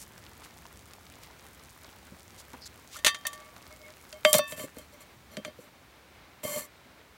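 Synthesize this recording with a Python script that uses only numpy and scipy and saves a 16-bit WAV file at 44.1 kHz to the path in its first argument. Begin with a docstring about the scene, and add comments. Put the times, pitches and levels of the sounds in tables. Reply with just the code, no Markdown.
"""Outdoors at night, close to a pot of greens simmering on embers.
The embers draw air with a low murmur; the broth pops, and its bubbles ring as damped oscillators.
A thin metal lid is lifted with a clank of its wire handle, strikes the rim and chatters: each impact
excites its normal modes. Friction rasps as it slides into its seat, and the full pot thuds on its stand.
Once the pot is covered, the bubbles are no longer heard and the hiss of the broth sinks."""
import sys
import numpy as np
from scipy import signal
from scipy.fft import rfft, irfft, next_fast_len
from scipy.io import wavfile
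from scipy.ndimage import map_coordinates

SR = 44100
rng = np.random.default_rng(int(sys.argv[2]) if len(sys.argv) > 2 else 0)


def transcribe(signal):
    """Save signal, clipped to [-1, 1], as a 16-bit WAV file at the path in sys.argv[1]."""
    frames = np.atleast_2d(signal).T
    limited = np.clip(frames, -1, 1)
    pcm = np.round(limited * 32767).astype(np.int16)
    wavfile.write(sys.argv[1], SR, pcm)


N = 316186
TOP_HZ = 16000
SEATED_S, COVERED_S = 4.46, 4.8  # the lid lies on the rim; the bubbles are shut in


def amp(db):
    """Amplitude ratio of a level in decibels."""
    return 10 ** (np.asarray(db) / 20)


def unit(x):
    """Normalisation to unit rms."""
    return x / np.sqrt(np.mean(x ** 2) + 1e-20)


def clock(size):
    """Sampling instants in seconds."""
    return np.arange(size) / SR


def add(track, start, x):
    """Superposition of x on the track from a start time in seconds."""
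    i = round(start * SR)
    x, i = x[max(-i, 0):], max(i, 0)
    track[i:i + len(x)] += x[:max(N - i, 0)]


def filtered(x, response):
    """Linear filtering: the spectrum of x times a frequency response."""
    size = next_fast_len(len(x) + SR // 2)
    hz = np.fft.rfftfreq(size, 1 / SR) + 0.00101  # the offset keeps log(f) finite
    return irfft(rfft(x, size) * response(hz), size)[:len(x)]


def coloured(x, spectrum, tilt=0):
    """Spectral shaping by (f/Hz, level/dB) points and a tilt in dB/octave above 1 kHz, at unit rms."""
    f, db = np.transpose(spectrum)

    def response(hz):
        octaves = np.log2(np.maximum(hz / 1000, 1))
        return amp(np.interp(np.log(hz), np.log(f), db) + tilt * octaves)
    return unit(filtered(x, response))


def noise(size):
    """Gaussian white noise."""
    return rng.standard_normal(size)


def wobble(rate):
    """Smooth random modulation: a spline through `rate` knots a second."""
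    return map_coordinates(noise(int(N * rate / SR) + 4), [np.arange(N) * rate / SR])


def grains(rate, spread_db):
    """A Poisson process: impulses of random sign and size, `rate` a second."""
    occurs = rng.random(N) < rate / SR
    return occurs * rng.choice([-1, 1], N) * amp(spread_db * np.clip(noise(N), -2, 2))


# Spectra of the draught's rumble and rush: f/Hz, level/dB
RUMBLE_SPECTRUM = [(13, -70), (22, -35), (27, -48.5), (51, -2.5), (70, 3.5), (102, -2.5), (226, -6.5),
                   (258, -16.5), (350, -8.5), (400, -16), (520, -23), (880, -120)]
RUSH_SPECTRUM = [(150, -28), (250, 3.5), (353, -3), (426, -0.5), (1430, -3), (1890, -5), (2180, -3),
                 (2740, -8.5), (3870, -9.5), (6000, -20), (7800, -46), (13200, -120)]


def embers():
    """Flow noise: the draught makes a slowly easing rumble and a soft rush."""
    rumble = amp(-58 - 0.76 * clock(N) + wobble(9)) * coloured(noise(N), RUMBLE_SPECTRUM)
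    rush = amp(-57.5 + wobble(25)) * coloured(noise(N), RUSH_SPECTRUM)
    return rumble + rush


def bubbles(count, centre_hz, octaves, cycles, rise):
    """Damped oscillation: each bubble falls 40 dB in `cycles` periods; `rise` bends its pitch upward."""
    out, t = np.zeros(N), clock(SR // 50)
    starts = rng.uniform(0, COVERED_S, count)
    for start, (size, pitch) in zip(starts, np.clip(noise((count, 2)), -2, 2)):
        hz = min(centre_hz * 2 ** (octaves * pitch), TOP_HZ)
        age = hz * t / cycles
        tone = np.sin(2 * np.pi * hz * t * (1 + rise * age))
        add(out, start, amp(3.5 * size - 40 * age) * tone)
    return out


def gurgle():
    """Bubble resonance: rising notes sound between the leaves while the pot is open."""
    return amp(-47) * bubbles(count=260, centre_hz=1480, octaves=0.56, cycles=6.6, rise=0.2)


# Spectrum of the broth's hiss: f/Hz, level/dB
HISS_SPECTRUM = [(2000, -13), (4500, -1), (6500, 0), (10000, -3), (14000, -4), (16000, 0)]


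def simmer():
    """Insertion loss: bursting bubbles tick over a fine hiss until the lid shuts them in."""
    loss_db = np.interp(clock(N), [SEATED_S, SEATED_S + 1.4], [0, 4])
    ticks = amp(24.5) * bubbles(count=480, centre_hz=9200, octaves=0.63, cycles=3.3, rise=0)
    hiss = coloured(noise(N), HISS_SPECTRUM)
    return amp(-61 - loss_db) * (hiss + ticks)


# Soft plops, rustles and scrapes: t/s, duration/s, level/dB, centre f/Hz, half-width/octaves
PLOPS_AND_RUSTLES = [(-.02, 0.075, -47, 7200, 0.61), (0.41, .08, -51.5, 2600, 1.7),
                     (1.207, .064, -53.5, 2400, 1.3), (2.365, 0.066, -49, 5150, 0.84),
                     (2.532, 0.026, -44, 870, 0.7), (2.602, 0.07, -48, 4840, 0.16),
                     (2.648, 0.037, -43, 5300, 0.52), (2.888, 0.12, -46.5, 4060, 0.94),
                     (2.953, 0.025, -42, 1263, 0.13)]


def plops_and_rustles():
    """Band-limited noise: brief soft plops, rustles and scrapes at the pot."""
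    out = np.zeros(N)
    for start, duration, db, centre_hz, octaves in PLOPS_AND_RUSTLES:
        swell = np.hanning(int(duration * SR))
        band = lambda hz: 1 / np.sqrt(1 + (np.log2(hz / centre_hz) / octaves) ** 4)
        grit = noise(len(swell)) ** 3  # cubing makes the noise spiky
        add(out, start, amp(db) * swell * unit(filtered(grit, band)))
    return out


# Pops of the broth: t/s, relative level/dB, tilt/(dB/octave)
BROTH_POPS = [(0.179, -31, 3), (0.421, -32, -4), (0.654, -28.5, -2.5), (0.935, -29, 1), (1.234, -31, 3),
              (1.466, -32.5, 4), (1.85, -33, -15), (2.533, -28.5, 0.5), (3.564, -27, -4)]


def broth_pops():
    """Broadband transients: sharp pops and ticks from the open, simmering pot."""
    out, t = np.zeros(N), clock(SR // 20)
    snap = amp(-60 * t / 0.0074) + amp(-5 - 60 * t / 0.029)
    for start, db, tilt in BROTH_POPS:
        burst = coloured(noise(len(t)), [(100, -48), (800, 13), (16000, -8)], tilt)
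        add(out, start, amp(db - 13) * snap * burst)
    return out


# Shifts of the pot on its stand: t/s, level/dB
POT_SHIFTS = [(2.12, -43.5), (2.533, -42), (4.638, -35), (4.768, -40), (5.378, -33.5), (5.456, -40.5),
              (5.588, -42)]
# Spectrum of the pot on its stand: f/Hz, level/dB
STAND_SPECTRUM = [(20, -62), (45, -37), (90, -8), (180, 3.5), (280, -2.5), (400, -9), (560, 0.5),
                  (1000, -76), (3000, -40)]


def pot_thuds():
    """Heavy damping: the full pot hardly rings when it shifts or a blow on its rim rocks it."""
    out, t = np.zeros(N), clock(SR // 4)
    envelope = amp(-60 * t / 0.089) * (1 - np.exp(-t / 0.0019))
    lag_s, bouncing_db, seated_db = 0.00306, -33, -19.5  # levels relative to the lid's ring
    rocks = [(start + lag_s, ring_db + (bouncing_db if start < SEATED_S else seated_db))
             for start, ring_db, place, _, _ in LID_IMPACTS if place > 0.5]
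    for start, db in list(POT_SHIFTS) + rocks:
        add(out, start, amp(db) * envelope * coloured(noise(len(t)), STAND_SPECTRUM))
    return out


# Lid modes, some in split pairs: f/Hz, T60/s, level/dB struck at the handle, front rim, side rim
LID_MODES = [(591, 0.086, -28, -42, -12), (611.2, 0.17, -40, -9, -27.5), (1127, 0.3, -41, -39, -32),
             (1155, 0.45, -30.5, -27, -70), (1766, 0.43, -31.5, -39, -73.5), (1780, 0.56, -65, -66, -34),
             (1818, 0.22, -15, -54, -62), (2157, 0.17, -46, -22.5, -53), (2640, 0.24, -31, -50, -64.5),
             (2626, 0.65, -73, -71, -36.5), (2780, 0.093, -45, -36, -55), (3165, 0.48, -31.5, -68, -55),
             (3154, 0.33, -76.5, -22, -64.5), (3600, 0.31, -48, -57, -33), (3688, 0.37, -29.5, -47.5, -54),
             (4520, 0.17, -27.5, -64, -39), (4700, 0.094, -39.5, -35.5, -43), (4710, 0.28, -36, -35, -46),
             (5670, 0.25, -48.5, -47, -44), (6013, 0.14, -49.5, -66.5, -40)]
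# Modes of the wire handle: f/Hz, T60/s, level/dB
HANDLE_MODES = [(1500, 0.03, -47), (2010, 0.17, -33), (2084, 0.047, -18.5), (2474, 0.039, -35),
                (3375, 0.074, -25.5), (3560, 0.14, -29.5), (6000, 0.0794, -21.5), (6460, 0.037, -23.5),
                (6900, 0.13, -26), (8450, 0.055, -30), (9200, 0.084, -27.5)]
# Spectrum of the lid's crowded upper modes: f/Hz, level/dB
CLASH_SPECTRUM = [(100, -39), (600, -9), (950, -8), (1500, -1.5), (3600, 6), (5200, -2), (6700, 1.5),
                  (9000, 0), (13000, -7.5), (16000, -11)]
# Impacts: t/s, relative ring level/dB, place (0 handle, 1 front rim, 2 and over side rim),
# relative clash level/dB, tilt/(dB/octave)
LID_IMPACTS = [(2.9662, -29, 0.3, -39.5, 4), (2.988, -28.5, 0.18, -43, 1), (3.0469, -8.5, .37, -15.5, -1),
               (3.0629, -24, 0.38, -18, 0.5), (3.066, -3.5, 0, -13.5, -2.5), (3.08, -6, 0, -21.5, -2.5),
               (3.146, -35, 0.46, -31.5, -5), (3.252, -12, 0.038, -37, -12), (3.2682, -36, 0.72, -21, 5.5),
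               (3.331, -27, 0.26, -39, 5), (4.127, -33.5, 1, -34.5, -1.5), (4.2498, -0.5, 1, -8.5, -6.5),
               (4.33, -11, 1, -6.5, 7.5), (4.3406, -29, 0.73, -15, 0.5), (4.3464, 0.5, 1.7, -29, -16),
               (4.35, -10, 1.8, -20, 6), (4.383, -20, 2.3, -14.5, 9), (4.3899, -1, 2, -24, -16),
               (4.522, -19, 1.46, -33.5, -4), (4.577, -22, 2.4, -41, -6), (4.5962, -21, 1, -37.5, -9),
               (4.636, -26, 1.34, -56, -14), (4.785, -32.5, 1, -37.5, 8), (5.369, -20, 1.4, -30.5, -4.5),
               (5.449, -23, 0.85, -30.5, -5.5), (5.477, -22.5, 1.53, -53, 6), (6.4338, -25, 1, -42, -5),
               (6.447, -16.5, 1.44, -52, -7), (6.559, -18.5, 1.42, -55, 0)]


def lid_clanks(upper_count=110):
    """Modal excitation: the place of impact weights the modes; crowded upper ones clash and shimmer."""
    out, t = np.zeros(N), clock(SR)
    brief = t[:SR // 4]
    hz, t60, *place_db = np.transpose(LID_MODES)
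    build_up = 1 - np.exp(-t * hz[:, None] / 2)  # about two cycles
    modes = np.sin(2 * np.pi * hz[:, None] * t) * build_up
    wire = sum(amp(db - 60 * brief / life) * np.sin(2 * np.pi * f * brief)
               for f, life, db in HANDLE_MODES)
    upper_hz = rng.uniform(1304, TOP_HZ, (upper_count, 1))
    upper_modes = np.sin(2 * np.pi * upper_hz * brief + rng.uniform(0, 2 * np.pi, (upper_count, 1)))
    attack = 1 - np.exp(-brief / 0.000057)
    gaps = np.diff([row[0] for row in LID_IMPACTS], append=N / SR)
    clear_s, damped = 0.083, 0.57  # gap that allows a full ring; share of T60 when chattering or seated
    for (start, ring_db, place, clash_db, tilt), gap in zip(LID_IMPACTS, gaps):
        weights = np.maximum(1 - abs(np.clip(place, 0, 2) - np.arange(3)), 0)  # handle, front, side
        strength = weights @ amp(place_db) * amp(noise(len(hz)) / 2)
        freedom = np.clip(gap / clear_s, damped, 1) if start < SEATED_S else damped
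        decay = amp(-60 * t / (freedom * t60[:, None]))
        add(out, start, amp(ring_db) * (strength @ (modes * decay)))
        add(out, start, amp(clash_db + 12.5) * weights[0] * wire)

        clash_t60 = weights @ [0.069, 0.02, 0.031]
        clash = coloured(noise(len(brief)), CLASH_SPECTRUM, tilt) * amp(-1 - 60 * brief / clash_t60)
        shimmer = coloured(noise(upper_count) @ upper_modes, CLASH_SPECTRUM, tilt)
        shimmer *= amp(-16.5 - 60 * brief / 0.071)
        add(out, start, amp(clash_db) * attack * (clash + shimmer))

        # The contact itself is one short push, shorter when harder.
        cycles = (brief - 0.0006) * 5200 * 2 ** (tilt / 5)
        push = np.sin(2 * np.pi * cycles) * np.exp(-cycles ** 2)
        add(out, start, amp(clash_db + 3.5) * 0.014 / clash_t60 * push)
    return out


# Light rubs on the carried lid: t/s, duration/s, level/dB
LID_RUBS = [(3.28, 0.29, -59.5), (3.673, 0.11, -58), (3.77, 0.18, -53), (4.115, 0.088, -55)]


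def lid_hum():
    """Free and forced vibration: one mode rings on after the lift, and rubbing drives two others."""
    ring, rubbing, t = np.zeros(N), np.zeros(N), clock(N)
    lift_s, t60 = 3.27, 1.3
    tone = unit(np.sin(2 * np.pi * 1152 * t + 0.4 * wobble(8.1)))
    add(ring, lift_s, amp(-50 - 60 * t / t60) * (1 - np.exp(-t / 0.005)) * tone)
    for start, duration, db in LID_RUBS:
        add(rubbing, start, amp(db) * np.hanning(int(duration * SR)))

    def mode(centre_hz, half_width_hz):
        return unit(filtered(noise(N), lambda hz: 1 / (1 + ((hz - centre_hz) / half_width_hz) ** 2)))
    return ring + rubbing * (mode(617, 9.9) + amp(-4) * mode(2180, 10.3))


# Strokes of rim on rim: t/s, duration/s, relative rasp level/dB, ring level/dB
SLIDE_STROKES = [(4.244, 0.097, -35.5, -45), (4.327, 0.059, -25.5, -27.5), (4.471, 0.088, -40, -59),
                 (4.564, 0.1, -38.5, -47.5), (4.75, 0.099, -54.5, -57), (4.921, 0.032, -59, -54.5),
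                 (4.999, 0.039, -50.5, -52), (5.307, .06, -72, -53), (5.44, 0.042, -65, -50),
                 (5.561, 0.12, -59, -61.5), (6.43, 0.23, -34, -38.5)]
# Resonances of the seated lid and pot together: f/Hz, bandwidth/Hz, level/dB
SEATED_MODES = [(592.4, 18, 3.5), (1138.5, 17, -3.5), (1774, 13, -6.5), (2137, 32, -5), (3118, 41, -9.5),
                (4235, 21, -4), (4550, 48, -15), (5630, 35, -10.5), (6010, 19, -6), (7100, 94, -12.5),
                (9000, 40, -9.5), (11200, 77, -17.5), (11600, 55, -18.5), (12800, 110, -14.5),
                (14200, 74, -19)]
# Spectrum of metal sliding on metal: f/Hz, level/dB
RASP_SPECTRUM = [(300, -19.5), (1000, -3.5), (2200, -5.5), (5200, -13), (6500, -6), (7200, 6), (8200, -2),
                 (9200, 0.5), (11500, 2.5), (14000, -5.5), (16000, -2)]


def lid_scrapes():
    """Stick-slip friction: tiny slips of rim on rim rasp, excite lid and pot, and shake the stand."""
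    rasp_gain, ring_gain, t = np.zeros(N), np.zeros(N), clock(SR // 2)
    for start, duration, rasp_db, ring_db in SLIDE_STROKES:
        pressure_db = np.interp(t / duration, [0, 0.68, 1], [-3.5, 0, -16.5])  # swells, then eases off
        release = np.exp(-np.maximum(t - duration, 0) / 0.0024)
        stroke = amp(pressure_db) * (1 - np.exp(-t / 0.003)) * release
        add(rasp_gain, start, amp(rasp_db) * stroke)
        add(ring_gain, start, amp(ring_db) * stroke)
    slips = unit(grains(rate=10000, spread_db=4) * amp(1.6 * wobble(200)))
    catches = amp(1) * unit(grains(rate=260, spread_db=4))

    def body(hz):
        return sum(amp(db) * 1j * hz * width / (centre ** 2 - hz ** 2 + 1j * hz * width)
                   for centre, width, db in SEATED_MODES)
    ringing = filtered(slips * ring_gain, body) / np.std(filtered(slips, body))
    rasp = rasp_gain * coloured(slips + catches, RASP_SPECTRUM)
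    # The thin wall's crowded modes give each slip a short metallic tail.
    wall = noise(len(t)) * amp(-60 * t / 0.039)
    tail = signal.fftconvolve(rasp, wall / np.linalg.norm(wall))[:N]
    judder = amp(-10.5) * ring_gain * coloured(noise(N), STAND_SPECTRUM)
    return 0.52 * rasp + 0.66 * tail + ringing + judder


def scene():
    """Superposition in a free field: the nearby sources add in one channel, without reverberation."""
    cooking = embers() + broth_pops() + gurgle() + simmer() + plops_and_rustles()
    covering = pot_thuds() + lid_clanks() + lid_hum() + lid_scrapes()
    return (cooking + covering)[None]


def record(dry):
    """Soft saturation rounds the highest peaks; a steep low-pass filter limits the band."""
    ceiling = 0.8
    rounded = dry[0] / (1 + (dry[0] / ceiling) ** 6) ** (1 / 6)
    return filtered(rounded, lambda hz: 1 / (1 + np.minimum(hz / TOP_HZ, 2) ** 120))[None]


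dry = scene()
out = record(dry)
transcribe(out)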